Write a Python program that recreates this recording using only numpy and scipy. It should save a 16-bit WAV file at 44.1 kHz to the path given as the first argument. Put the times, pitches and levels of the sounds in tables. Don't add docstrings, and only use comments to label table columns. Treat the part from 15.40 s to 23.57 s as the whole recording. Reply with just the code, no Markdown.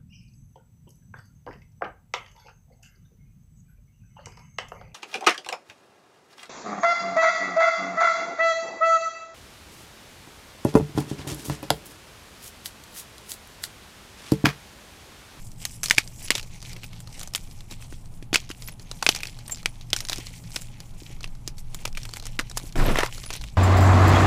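import sys
import numpy as np
from scipy import signal
from scipy.fft import rfft, irfft, next_fast_len
from scipy.io import wavfile

SR = 44100
rng = np.random.default_rng(int(sys.argv[2]) if len(sys.argv) > 2 else 0)


def int16_out(signal):
    q = np.round(np.clip(np.atleast_2d(signal).T, -1, 1) * 32767)
    wavfile.write(sys.argv[1], SR, q.astype(np.int16))


def amp(db):
    return 10 ** (np.asarray(db, float) / 20)


N = 360297


def rms_one(x):
    return x / np.sqrt(np.mean(x ** 2) + 1e-20)


def peak_one(x):
    return x / (np.max(np.abs(x)) + 1e-12)


def noise():
    return rng.standard_normal(N)


def band(x, low_hz, high_hz):
    sos = signal.butter(2, [low_hz, min(high_hz, .45 * SR)], "band", fs=SR, output="sos")
    return signal.sosfilt(sos, x)


def resonate(x, hz, width_hz):
    r = np.exp(-np.pi * width_hz / SR)
    poles = [1, -2 * r * np.cos(2 * np.pi * hz / SR), r * r]
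    return signal.lfilter([(1 - r * r) / 2, 0, (r * r - 1) / 2], poles, x)


def colour(x, spectrum):
    hz, level_db = np.transpose(spectrum)
    size = next_fast_len(N)
    log_hz = np.log(np.fft.rfftfreq(size, 1 / SR) + 1)
    gain = amp(np.interp(log_hz, np.log(hz), level_db))
    return rms_one(irfft(rfft(x, size) * gain, size)[:N])


def drift(rate):
    r = np.exp(-64 * np.pi * rate / SR)
    white = rng.standard_normal(N // 32 + 1002)
    slow = signal.lfilter([1], [1, -2 * r, r * r], white)[1000:]
    return np.interp(np.arange(N) / 32, np.arange(len(slow)), rms_one(slow))


def add(out, s, piece):
    i = round(s * SR)
    out[i:i + len(piece)] += piece[:N - i]


def in_time(rows, outside_db=None):
    s, *columns = np.transpose(rows)
    return [np.interp(np.arange(N) / SR, s, c, outside_db, outside_db) for c in columns]


def grit(per_s, cycles, low_hz, high_hz, hiss, clump_db, crackle):
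    sizes = amp(4.3 * np.minimum(rng.exponential(1, N), 4)) * rng.choice([-1, 1], N)
    clumps = clump_db * drift(30)
    grains = rms_one(sizes * (rng.random(N) < per_s * amp(clumps) / SR))
    dealt = rng.integers(0, 8, N)
    dust = hiss * amp(0.77 * clumps) * noise()
    out = crackle * grains * (rng.random(N) < .12)
    for k, hz in enumerate(np.geomspace(low_hz, high_hz, 8)):
        ring = resonate(grains * (dealt == k) + 0.5 * dust, hz, hz / cycles)
        out += amp(.5 * clump_db * drift(4.6)) * ring * (-1) ** k
    return out


# (f/Hz, level/dB per Hz)
ROOM_AIR = [(35, -18.5), (60, 3.5), (133, -3), (244, -8), (458, -23), (842, -21), (1140, -25.5),
            (1700, -33), (2470, -32), (7570, -41.5), (11000, -36), (14900, -47), (16000, -72)]
# (f/Hz, width/Hz, rms level/dB)
ROOM_HUM = [(113.94, 15.5, -48), (166.9, 25, -55.5), (827, 60, -69.5)]


def room():
    out = amp(-49) * colour(noise(), ROOM_AIR)
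    for hz, width_hz, level_db in ROOM_HUM:
        tone = resonate(resonate(noise(), hz, width_hz), hz, width_hz)
        out += amp(level_db + 3.2 * drift(12)) * rms_one(tone)
    return out


# (f/Hz, level/dB per Hz)
RUMBLE_SPECTRUM = [(8.8, -41.5), (15, 7), (32, -6), (86, -25.5), (120, -13.5), (160, -22.5), (260, -120)]
# (t/s, level/dB)
RUMBLE_LEVEL = [
    (0, -40.5),
    (2.5, -40),
    (5.0, -39.5),
    (5.7, -35.5),
    (7.35, -34),
    (7.39, -18),
    (7.55, -23.5),
    (7.68, -38),
    (8.05, -33),
    (8.17, -42),
]


def tub_rumble():
    level_db, = in_time(RUMBLE_LEVEL)
    return amp(level_db) * colour(noise(), RUMBLE_SPECTRUM)


# (t/s, peak level/dB, f/Hz, t60/s)
TUB_ROCKS = [
    (2.471, -37, 66, .4),
    (7.385, -16.5, 137, 0.2),
    (7.4, -18, 25, 0.82),
    (7.989, -30, 51, 0.75),
]


def booms():
    out, t = np.zeros(N), np.arange(20000) / SR
    for s, peak_db, hz, t60 in TUB_ROCKS:
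        swing = (1 - np.exp(-t * hz * 2)) * np.sin(2 * np.pi * hz * t)
        add(out, s, amp(peak_db - 60 * t / t60) * swing)
    return out


# (t/s, peak level/dB)
WALL_KNOCKS = [(0.577, -27), (0.904, -43), (2.312, -42), (2.522, -35), (2.822, -36.5), (2.926, -22),
               (3.099, -30.5), (3.661, -41), (4.783, -32.5), (5.617, -38), (5.7, -39.5), (6.074, -34.5),
               (6.99, -30), (7.235, -35.5)]


def thumps():
    wall_hz, wall_t60_s = 306, 0.021
    out, t = np.zeros(N), np.arange(3000) / SR
    boom = amp(-60 * t / wall_t60_s) * (1 - np.exp(-t / 0.0005)) * np.sin(2 * np.pi * wall_hz * t)
    for s, peak_db in WALL_KNOCKS:
        add(out, s + 0.0033, amp(peak_db + 8.5) * boom)
    return out


# (t/s, peak level/dB, f/Hz, t60/s)
RING_TOUCHES = [(.03, -46, 7640, 0.047), (.08, -58, 9000, 0.065), (.312, -47, 10360, 0.087),
                (0.337, -42, 10360, 0.07), (.356, -47, 10360, .06), (.374, -51, 10360, 0.034),
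                (5.222, -52, 9900, .04), (5.247, -52, 8700, .04), (5.852, -54, 10500, 0.036),
                (.845, -31, 10850, 0.044), (.84, -45, 14700, 0.046), (1.44, -41, 14700, .04),
                (1.447, -50, 9400, 0.11), (3.261, -38, 10700, 0.063), (3.275, -32, 13060, 0.045),
                (3.32, -43, 10221, 0.058), (3.455, -49, 6400, 0.065), (4.1097, -30, 7370, 0.06),
                (4.1193, -18.5, 7360, 0.059), (4.109, -37, 14300, .03), (4.29, -43, 10000, 0.038),
                (4.42, -61, 11050, 0.04), (7.462, -27.5, 11550, 0.035), (7.859, -35.5, 10380, 0.11),
                (7.862, -38, 10800, 0.082)]


def clinks():
    out, t = np.zeros(N), np.arange(6000) / SR
    rattle = rng.standard_normal((len(RING_TOUCHES), 40))
    for (s, peak_db, hz, t60), shake in zip(RING_TOUCHES, rattle):
        tremble_db = 2.5 * np.interp(t / t.max() * 39, np.arange(40), shake)
        fall = amp(peak_db - 2.5 + tremble_db - 60 * (t / t60) ** 1.3)
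        add(out, s, fall * (1 - np.exp(-t / 0.00035)) * np.sin(2 * np.pi * hz * t))
    return out


# (f/Hz, level/dB per Hz)
LUMP_SPECTRUM = [(60, -13.5), (110, -1.5), (300, -4), (600, -11), (1200, -40.5)]
# (f/Hz, level/dB per Hz)
CRUNCH_SPECTRUM = [(300, -30.5), (700, -1), (1800, -6), (3000, -13), (6000, -23.5), (12000, -37)]
# (t/s, lumps level/dB, crunch level/dB)
RAKE_STROKE = [
    (7.352, -65, -99),
    (7.356, -34, -35),
    (7.39, -24.5, -36),
    (7.45, -28.5, -35.5),
    (7.52, -26.5, -32.5),
    (7.55, -33, -38.5),
    (7.59, -35, -30),
    (7.64, -50, -34.5),
    (7.7, -50, -51.5),
]


def raked_heap(lumps_db, crunch_db):
    lumps = colour(noise() * amp(2.5 * drift(19)), LUMP_SPECTRUM)
    crunch = grit(1700, 4.1, 500, 5300, hiss=1.1, clump_db=3.6, crackle=.12)
    return amp(lumps_db) * lumps + amp(crunch_db + 2.5) * colour(crunch, CRUNCH_SPECTRUM)


# (t/s of hardest moment, crumbs level/dB, time/s to fade 20 dB, dust level/dB re crumbs)
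FINGER_RUBS = [(0.03, -55, -0.26, 5), (0.223, -44, 0.06, 0), (0.255, -53, 0.13, -1.0),
               (0.339, -52, -0.14, 6.5), (0.846, -43, -0.07, 8.5), (0.882, -39, 0.01, 1),
               (0.96, -30.5, 0.0352, -6.0), (1.135, -53, 0.22, -2.5), (1.277, -47, 0.1, 1),
               (1.321, -47.5, 0.27, -18), (1.441, -49, 0.1, -5), (1.602, -58, 0.16, -1.0),
               (1.764, -45.5, 0.15, -1.5), (1.808, -44, 0.08, -4), (1.956, -31, 0.0064, 3),
               (2.319, -44, 0.05, -4), (2.422, -45, 0.06, -6.0), (2.528, -51.5, 0.1, -2.5),
               (2.746, -63.5, 0.17, 5.0), (2.834, -59.0, 0.04, -4), (3.109, -38, -0.01, -15),
               (3.289, -47.5, 0.06, 0.5), (3.562, -47.5, 0.16, -4.5), (3.841, -50, 0.2, -3.0),
               (4.123, -40.5, 0.02, 6), (4.867, -50, 0.07, -3.0), (4.965, -47.5, -0.1, 0),
               (5.164, -41, 0.07, -1), (5.218, -50.5, 0.12, 0.5), (5.41, -54.5, 0.26, -6),
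               (5.709, -48, 0.1, -5), (5.843, -50.0, 0.09, -13), (6.08, -51, 0.05, -5.5),
               (6.192, -52, 0.03, 9), (6.352, -53.5, 0.1, -2), (6.469, -51, 0.05, 0),
               (6.579, -45.5, 0.04, -7), (6.629, -48.0, 0.09, 1), (6.767, -49.5, 0.04, 5),
               (6.832, -51, 0, -10), (6.864, -42.5, 0.05, -8), (7.11, -53, 0.07, -14),
               (7.176, -43, 0.05, -4), (7.736, -43.5, 0.07, -3), (7.788, -47.5, 0.17, -2),
               (7.84, -59, 0.2, -5), (7.872, -53, 0, -1), (7.908, -48, 0.041, -5.0),
               (7.936, -43.5, 0.12, -6), (8.044, -51, 0.16, -7.0)]
SLOW_KNEADS = [(.14, -56, 0, 5.5), (.7, -58.5, 0.6, 5), (1.04, -53, 0.3, -3), (1.51, -56.5, 0.34, -4),
               (1.69, -61, 0.7, -1), (2.04, -54.5, 0.4, 0.5), (2.2, -62.5, 0.57, 2), (2.62, -63, 0.2, 2.5),
               (3.2, -54.5, 0.17, 4.5), (3.42, -56, 0.05, 2.5), (3.99, -54.5, 1.1, -2.5),
               (4.2, -50.5, 0.17, -5), (4.4, -66, 2, -2), (5.075, -51.5, 0.2, -1), (5.29, -54.5, .12, -2),
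               (5.46, -57, 0.1, -3), (5.61, -54, 0.16, -0.5), (5.92, -63, -0.5, -1.5), (6.32, -63, 0.4, 0),
               (6.41, -46, 0.05, -3.5), (6.7, -56, 0.2, -5), (6.93, -58, 0.5, 0.5),
               (7.27, -47.5, -0.1, 0.5), (7.99, -56, 0.5, -7)]
GRIP_CRUSHES = [
    (.434, -38.5, 0.1, 8),
    (.52, -34, 0.08, -0.5),
    (.6, -43, 0.12, -7.5),
    (2.932, -26, 0.1, -13),
    (3.64, -41.5, 0.15, -5),
    (3.69, -32, 0.21, -11.5),
    (4.57, -36, 0.13, -10),
    (4.7, -38.5, 0.26, -5.5),
    (7.0, -51, 0.4, -22),
]


def hands(rake_db):
    t = np.arange(0, N, 88)[:, None] / SR
    s, peak_db, *_, shower_db = np.transpose(breaks_list())
    shower_t60_s = 0.14
    showers_db = peak_db + shower_db - 60 * np.abs(t - s) / shower_t60_s
    shed = ((t > s) * amp(2 * showers_db)).sum(axis=1)
    s, level_db, fade, dust_db = np.transpose(list(FINGER_RUBS) + list(SLOW_KNEADS) + list(GRIP_CRUSHES))
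    counts = [len(FINGER_RUBS) + len(SLOW_KNEADS), len(GRIP_CRUSHES)]
    rise = fade * np.repeat([0.76, .025], counts)
    bend = np.repeat([1.28, 1], counts)
    rub = amp(2 * (level_db - 20 * np.maximum((t - s) / fade, (s - t) / rise) ** bend))
    raked = amp(2 * rake_db[::88])
    crumbs = rub.sum(axis=1) + shed + raked * amp(2 * -4)
    dust = rub @ amp(2 * dust_db) + shed * amp(2 * -12.5) + raked * amp(2 * -7.5)
    resting = amp(2 * -77)
    return [np.interp(np.arange(N) / SR, t[:, 0], 10 * np.log10(power + resting))
            for power in (crumbs, dust)]


# (f/Hz, level/dB per Hz)
CRUMB_SPECTRUM = [(1000, -21), (1700, -12), (2500, -9.5), (4500, -14), (6500, -15.5), (10000, -28)]
# (f/Hz, level/dB per Hz)
DUST_SPECTRUM = [(3500, -17.5), (5500, -3), (8000, 1), (12000, -5.5), (15500, -11.5)]


def loose_chalk(crumbs_db, dust_db):
    crumbs = grit(900, 3.0, 2180, 6000, hiss=1.5, clump_db=3.5, crackle=0.29)
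    dust = grit(1500, 6.8, 5000, 16000, hiss=1.3, clump_db=4.0, crackle=.4)
    scuff_db = 0.6 * crumbs_db - 32.5 + 6.0 * np.minimum(drift(36), 1.6)
    scuff = amp(scuff_db) * rms_one(band(noise(), 150, 970))
    crumbs = amp(crumbs_db - 2.5) * colour(crumbs, CRUMB_SPECTRUM)
    return crumbs + amp(dust_db - 2.1) * colour(dust, DUST_SPECTRUM) + scuff


# (t/s, peak level/dB, ring f/Hz)
CRUMB_TICKS = [(0.0689, -37.0, 5000.0), (0.1062, -46.0, 5500.0), (0.117, -32, 5900.0),
               (0.1832, -46, 5600.0), (0.2167, -32, 5700.0), (0.2295, -31, 4500.0), (0.2889, -37.0, 4700.0),
               (0.2946, -32, 6150), (0.4137, -43.0, 4200.0), (0.5777, -16, 4700.0), (0.6334, -32.0, 4100.0),
               (0.8044, -37, 3300.0), (0.8766, -26, 3870), (1.2177, -28, 4930), (1.2591, -30, 3300.0),
               (1.273, -38, 3100.0), (1.315, -34.0, 4100.0), (1.4247, -40, 3200.0), (1.803, -25, 6140),
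               (2.1117, -32, 4900.0), (2.189, -38, 5500.0), (2.3397, -30, 3400.0), (2.7397, -42, 5200.0),
               (3.018, -37, 4000.0), (3.1481, -35, 2700.0), (3.4211, -42, 4700.0), (3.5888, -40, 3400.0),
               (3.7882, -25, 4400.0), (3.884, -34, 3900.0), (4.3567, -36, 3300.0), (4.4354, -51, 4600.0),
               (4.6701, -28, 6200.0), (5.1049, -33, 5700.0), (5.118, -28, 4400.0), (5.213, -30, 7200.0),
               (5.2705, -36, 3700.0), (5.5081, -44.0, 3700.0), (5.6024, -36, 5000.0), (5.6338, -32, 4900.0),
               (5.6645, -28, 3080), (5.732, -39, 4400.0), (6.1704, -44.5, 5400.0), (6.2834, -46, 4220),
               (6.528, -31.5, 5170), (6.617, -32, 4200.0), (6.7119, -33, 7200.0), (6.783, -34, 5400.0),
               (6.838, -31.0, 3900.0), (6.9201, -39.0, 5600.0), (7.1582, -41, 5800.0),
               (7.1654, -29.0, 6300.0), (7.2323, -30, 5800.0), (7.256, -33, 4400.0), (7.2923, -34, 4500.0),
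               (7.7468, -27, 3900.0), (7.7997, -28, 5300.0), (7.851, -30, 6000.0), (8.019, -29.0, 4100.0),
               (8.0786, -33, 3900.0), (8.0855, -29, 3100.0)]
# (t/s, peak level/dB)
FLYING_SPLINTERS = [(.0266, -41), (.306, -42), (.4662, -24), (.4747, -27), (0.5487, -21), (.5637, -26),
                    (0.76, -39), (.8245, -40), (.943, -30), (1.0122, -29), (1.2039, -33), (1.2898, -38),
                    (1.3252, -36), (1.884, -37), (2.0103, -36), (3.0958, -30), (3.2439, -37),
                    (3.4282, -38.5), (3.6142, -42), (3.675, -24), (3.6806, -25), (3.714, -20),
                    (3.8967, -33), (4.0606, -33), (4.0647, -33), (4.1463, -23), (4.1583, -26),
                    (4.1835, -31), (4.588, -19), (4.7423, -28), (4.774, -26), (4.863, -30), (5.1248, -32),
                    (6.7316, -35), (7.643, -27), (7.6501, -25), (7.6732, -28), (7.833, -28), (7.8778, -33),
                    (8.1002, -37)]
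# (t/s, peak level/dB)
FAINT_CHIPS = [(1.6733, -29.5), (1.8124, -24), (2.6572, -39.5), (3.2941, -32.5), (3.396, -29.5),
               (3.967, -40.5), (3.9885, -30.5), (4.1713, -30.5), (4.23, -32), (4.8335, -35),
               (5.0384, -35.5), (5.807, -27.5), (5.875, -36.5), (5.951, -38.5), (6.4765, -23.5),
               (6.691, -27), (6.8248, -27.5), (7.1985, -24), (7.7797, -26), (7.8619, -25), (8.012, -26.5)]
# (t/s, peak level/dB, ring f/Hz)
THIN_FLAKES = [(0.4837, -18, 5200), (0.6753, -27.5, 4840), (1.0284, -26, 4350), (1.2262, -27, 4700),
               (1.331, -28, 4740), (1.603, -28.5, 7400), (1.7938, -24, 6740), (1.8306, -21, 6800),
               (1.936, -20.5, 5270), (2.2062, -30, 3820), (3.2219, -24, 4800), (3.275, -27.5, 5020),
               (3.8704, -23.5, 4700), (4.0792, -25, 8610), (4.4106, -29, 3740), (4.5026, -27, 5150),
               (4.759, -20, 5000), (4.782, -19, 5400), (4.868, -22, 4270), (5.219, -29, 6900),
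               (5.403, -23.5, 4660), (5.8308, -27, 4060), (6.1818, -29.5, 4500), (6.632, -24, 5600),
               (6.7362, -19, 4350), (6.798, -26, 4080), (6.8546, -21.5, 5660), (7.0978, -24.5, 5540),
               (7.324, -29, 4150), (7.9291, -19.5, 4200)]
# (t/s, peak level/dB, ring f/Hz, thud level/dB re peak)
COARSE_DROPS = [(0.98, -14.5, 2880, -11), (0.9957, -19.5, 2780, -18), (1.364, -28, 2140, -5),
                (1.4333, -24.5, 2840, -21), (1.4407, -25.5, 2500, -15), (1.5303, -30, 2260, -7.5),
                (1.9774, -27, 2330, -22), (2.3107, -26.5, 3880, -10.5), (2.3226, -26, 2680, -4.5),
                (2.423, -31, 2310, -29), (2.5242, -38.5, 1220, 4.5), (2.8253, -33, 2300, -21.5),
                (3.0913, -31, 3800, -29), (3.1009, -28.5, 1570, -34), (3.1125, -22.5, 2850, -33),
                (3.285, -24, 2030, -5.5), (3.804, -24.5, 2460, -19), (4.0961, -24.5, 1840, -3),
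                (4.9377, -33, 2170, -21), (6.55, -26.5, 2640, -14.5), (6.5723, -16.5, 2340, -15),
                (6.6524, -21.5, 2200, -7), (6.7612, -26.5, 2330, -20), (7.0094, -23.5, 3730, -2),
                (7.1132, -28.5, 3920, -3), (7.6602, -20, 2070, -17), (7.8376, -21, 3020, -5.5),
                (7.9038, -15, 2600, -4), (7.9521, -23.5, 2540, -8), (8.0387, -20.5, 2750, -20)]
# (t/s, peak level/dB, ring f/Hz, thud level/dB re peak)
BRITTLE_SHATTERS = [(.2518, -13.5, 6300, -25), (.4322, -13, 6340, -17.5), (.4395, -12.5, 6040, -19),
                    (.4584, -13, 4280, -16), (.4986, -9.5, 4900, -29), (.8826, -20, 2930, -16),
                    (.9047, 2, 2200, -8), (.9524, -7, 3700, -9.5), (1.949, -7, 3225, -14.5),
                    (1.9584, -15, 6960, -23), (2.9452, -4, 2410, -25), (3.6894, 5, 3000, -10.5),
                    (3.7612, -16, 5600, -8.5), (3.8326, -12.5, 2480, -15), (3.8538, -20.5, 2510, -15),
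                    (4.6505, -19, 3920, -27), (4.6861, -16, 4300, -27), (4.6966, -10, 4070, -7),
                    (4.72, -19, 3850, -1), (4.7302, -8, 3340, -43), (5.144, -33.5, 7580, -1.5),
                    (5.1602, -14, 5000, -11), (6.4527, -10.5, 2410, -6.5), (6.7694, -18, 2200, -6),
                    (7.1765, -14, 5040, -17), (7.5568, -18.5, 1630, 9.5), (7.7253, -22.5, 3000, -11),
                    (7.962, -27.5, 9100, -7)]
# (t/s, peak level/dB, ring f/Hz, thud level/dB re peak)
CLEAN_SNAPS = [(.5088, 5, 2110, -39), (.5702, -23, 2220, -23.5), (.5816, 8, 2270, -26),
               (.9173, -11, 2880, -36), (1.8745, -22, 6070, -10), (2.9296, -12, 2470, -1),
               (2.9417, -4.5, 4530, -6.5), (2.9571, 3, 2520, -13.5), (3.5137, -15, 4000, -9.5),
               (3.6249, -8.5, 890, -40), (3.6644, 1, 2410, -11), (3.7482, -15.5, 4540, -24),
               (4.2583, -2.5, 2300, -14), (4.5308, 1, 3260, -10.5), (4.5634, -11, 5300, -16),
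               (4.6047, -14, 5700, -19), (5.1635, -14, 2250, -9), (5.842, -16.5, 2630, -7.5),
               (6.0761, -12, 5000, -12.5), (6.3452, -17, 6950, -13.5), (6.867, -21, 5740, -22),
               (6.9908, -8.5, 2030, -4), (6.9951, -10.5, 1420, -5.5), (7.172, -11, 6500, -6),
               (7.3566, -31, 1720, 10), (7.5706, -18, 1810, 0), (7.5865, -10.5, 1660, 4),
               (7.6051, -11.5, 1810, -13), (7.6325, -14, 1700, 5.5), (7.936, -19.5, 5740, -8.5)]


def breaks_list():
    flakes = [(*flake, -14) for flake in THIN_FLAKES]
    flakes += [(*chip, 4300, -5) for chip in FAINT_CHIPS]
    ticks = [(*tick, -18) for tick in CRUMB_TICKS]
    ticks += [(*splinter, 5000, -18) for splinter in FLYING_SPLINTERS]
    kinds = [
        (CLEAN_SNAPS, (-23.5, 0.018, -46)),
        (BRITTLE_SHATTERS, (-2.5, 0.019, -33)),
        (COARSE_DROPS, (-6, .023, -33)),
        (flakes, (-9.5, 0.019, -24.5)),
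        (ticks, (-8, .011, -40))]
    return [(*row, *kind) for rows, kind in kinds for row in rows]


def cracks():
    echo_db, echo_t60_s = -6.5, 0.083
    out, t = np.zeros(N), np.arange(2560) / SR
    echo = amp(echo_db - 60 * t / echo_t60_s) * (1 - np.exp(-t / 0.021))
    echo *= 1 - (t / t.max()) ** 2
    events = breaks_list()
    chance = rng.standard_normal((len(events), 2, len(t)))
    for (s, peak_db, hz, thud_db, fizz_db, t60, _), (white, uneven) in zip(events, chance):
        t60 = np.clip(t60, .004, .08)
        snap = peak_one(np.diff(np.exp(-((t - .0006) * hz / 0.23) ** 2), prepend=0))
        snap *= (0.015 / t60) ** 0.92 * min(hz / 2600, 1) ** 2
        breaks = white * amp(6 * uneven) * (t > .0006)
        fall = amp(-60 * t / t60)
        burst = breaks * fall + 0.83 * white * echo + 2.96 * snap
        body = resonate(burst, hz, 280) + 0.35 * resonate(burst, hz, 1.19 * hz)
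        body += .35 * band(burst, 1000, 6500)
        thud = band(burst + 1.5 * np.abs(snap), 250, 1850)
        fizz = band(breaks * fall ** 2.8 + .4 * white * echo + 10.0 * snap, 4200, 12500)
        piece = peak_one(body) + amp(thud_db - 1.6) * peak_one(thud)
        piece += amp(fizz_db - 2.0) * peak_one(fizz)
        add(out, s, amp(peak_db + 1.5) * piece)
    return out


def scene():
    lumps_db, crunch_db = in_time(RAKE_STROKE, -120)
    crumbs_db, dust_db = hands(crunch_db)
    mix = room() + tub_rumble() + booms() + thumps() + clinks()
    mix += raked_heap(lumps_db, crunch_db)
    mix += loose_chalk(crumbs_db, dust_db)
    mix += cracks()
    return mix[None]


def low_pass(x):
    return signal.sosfilt(signal.butter(12, 16620, fs=SR, output="sos"), x)


def record(dry):
    overloaded = np.clip(dry, -.95, .95)
    top_cut = signal.ellip(8, .5, 40, 15500, fs=SR, output="sos")
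    mix = signal.sosfilt(top_cut, overloaded)
    return low_pass(mix)


dry = scene()
out = record(dry)
int16_out(out)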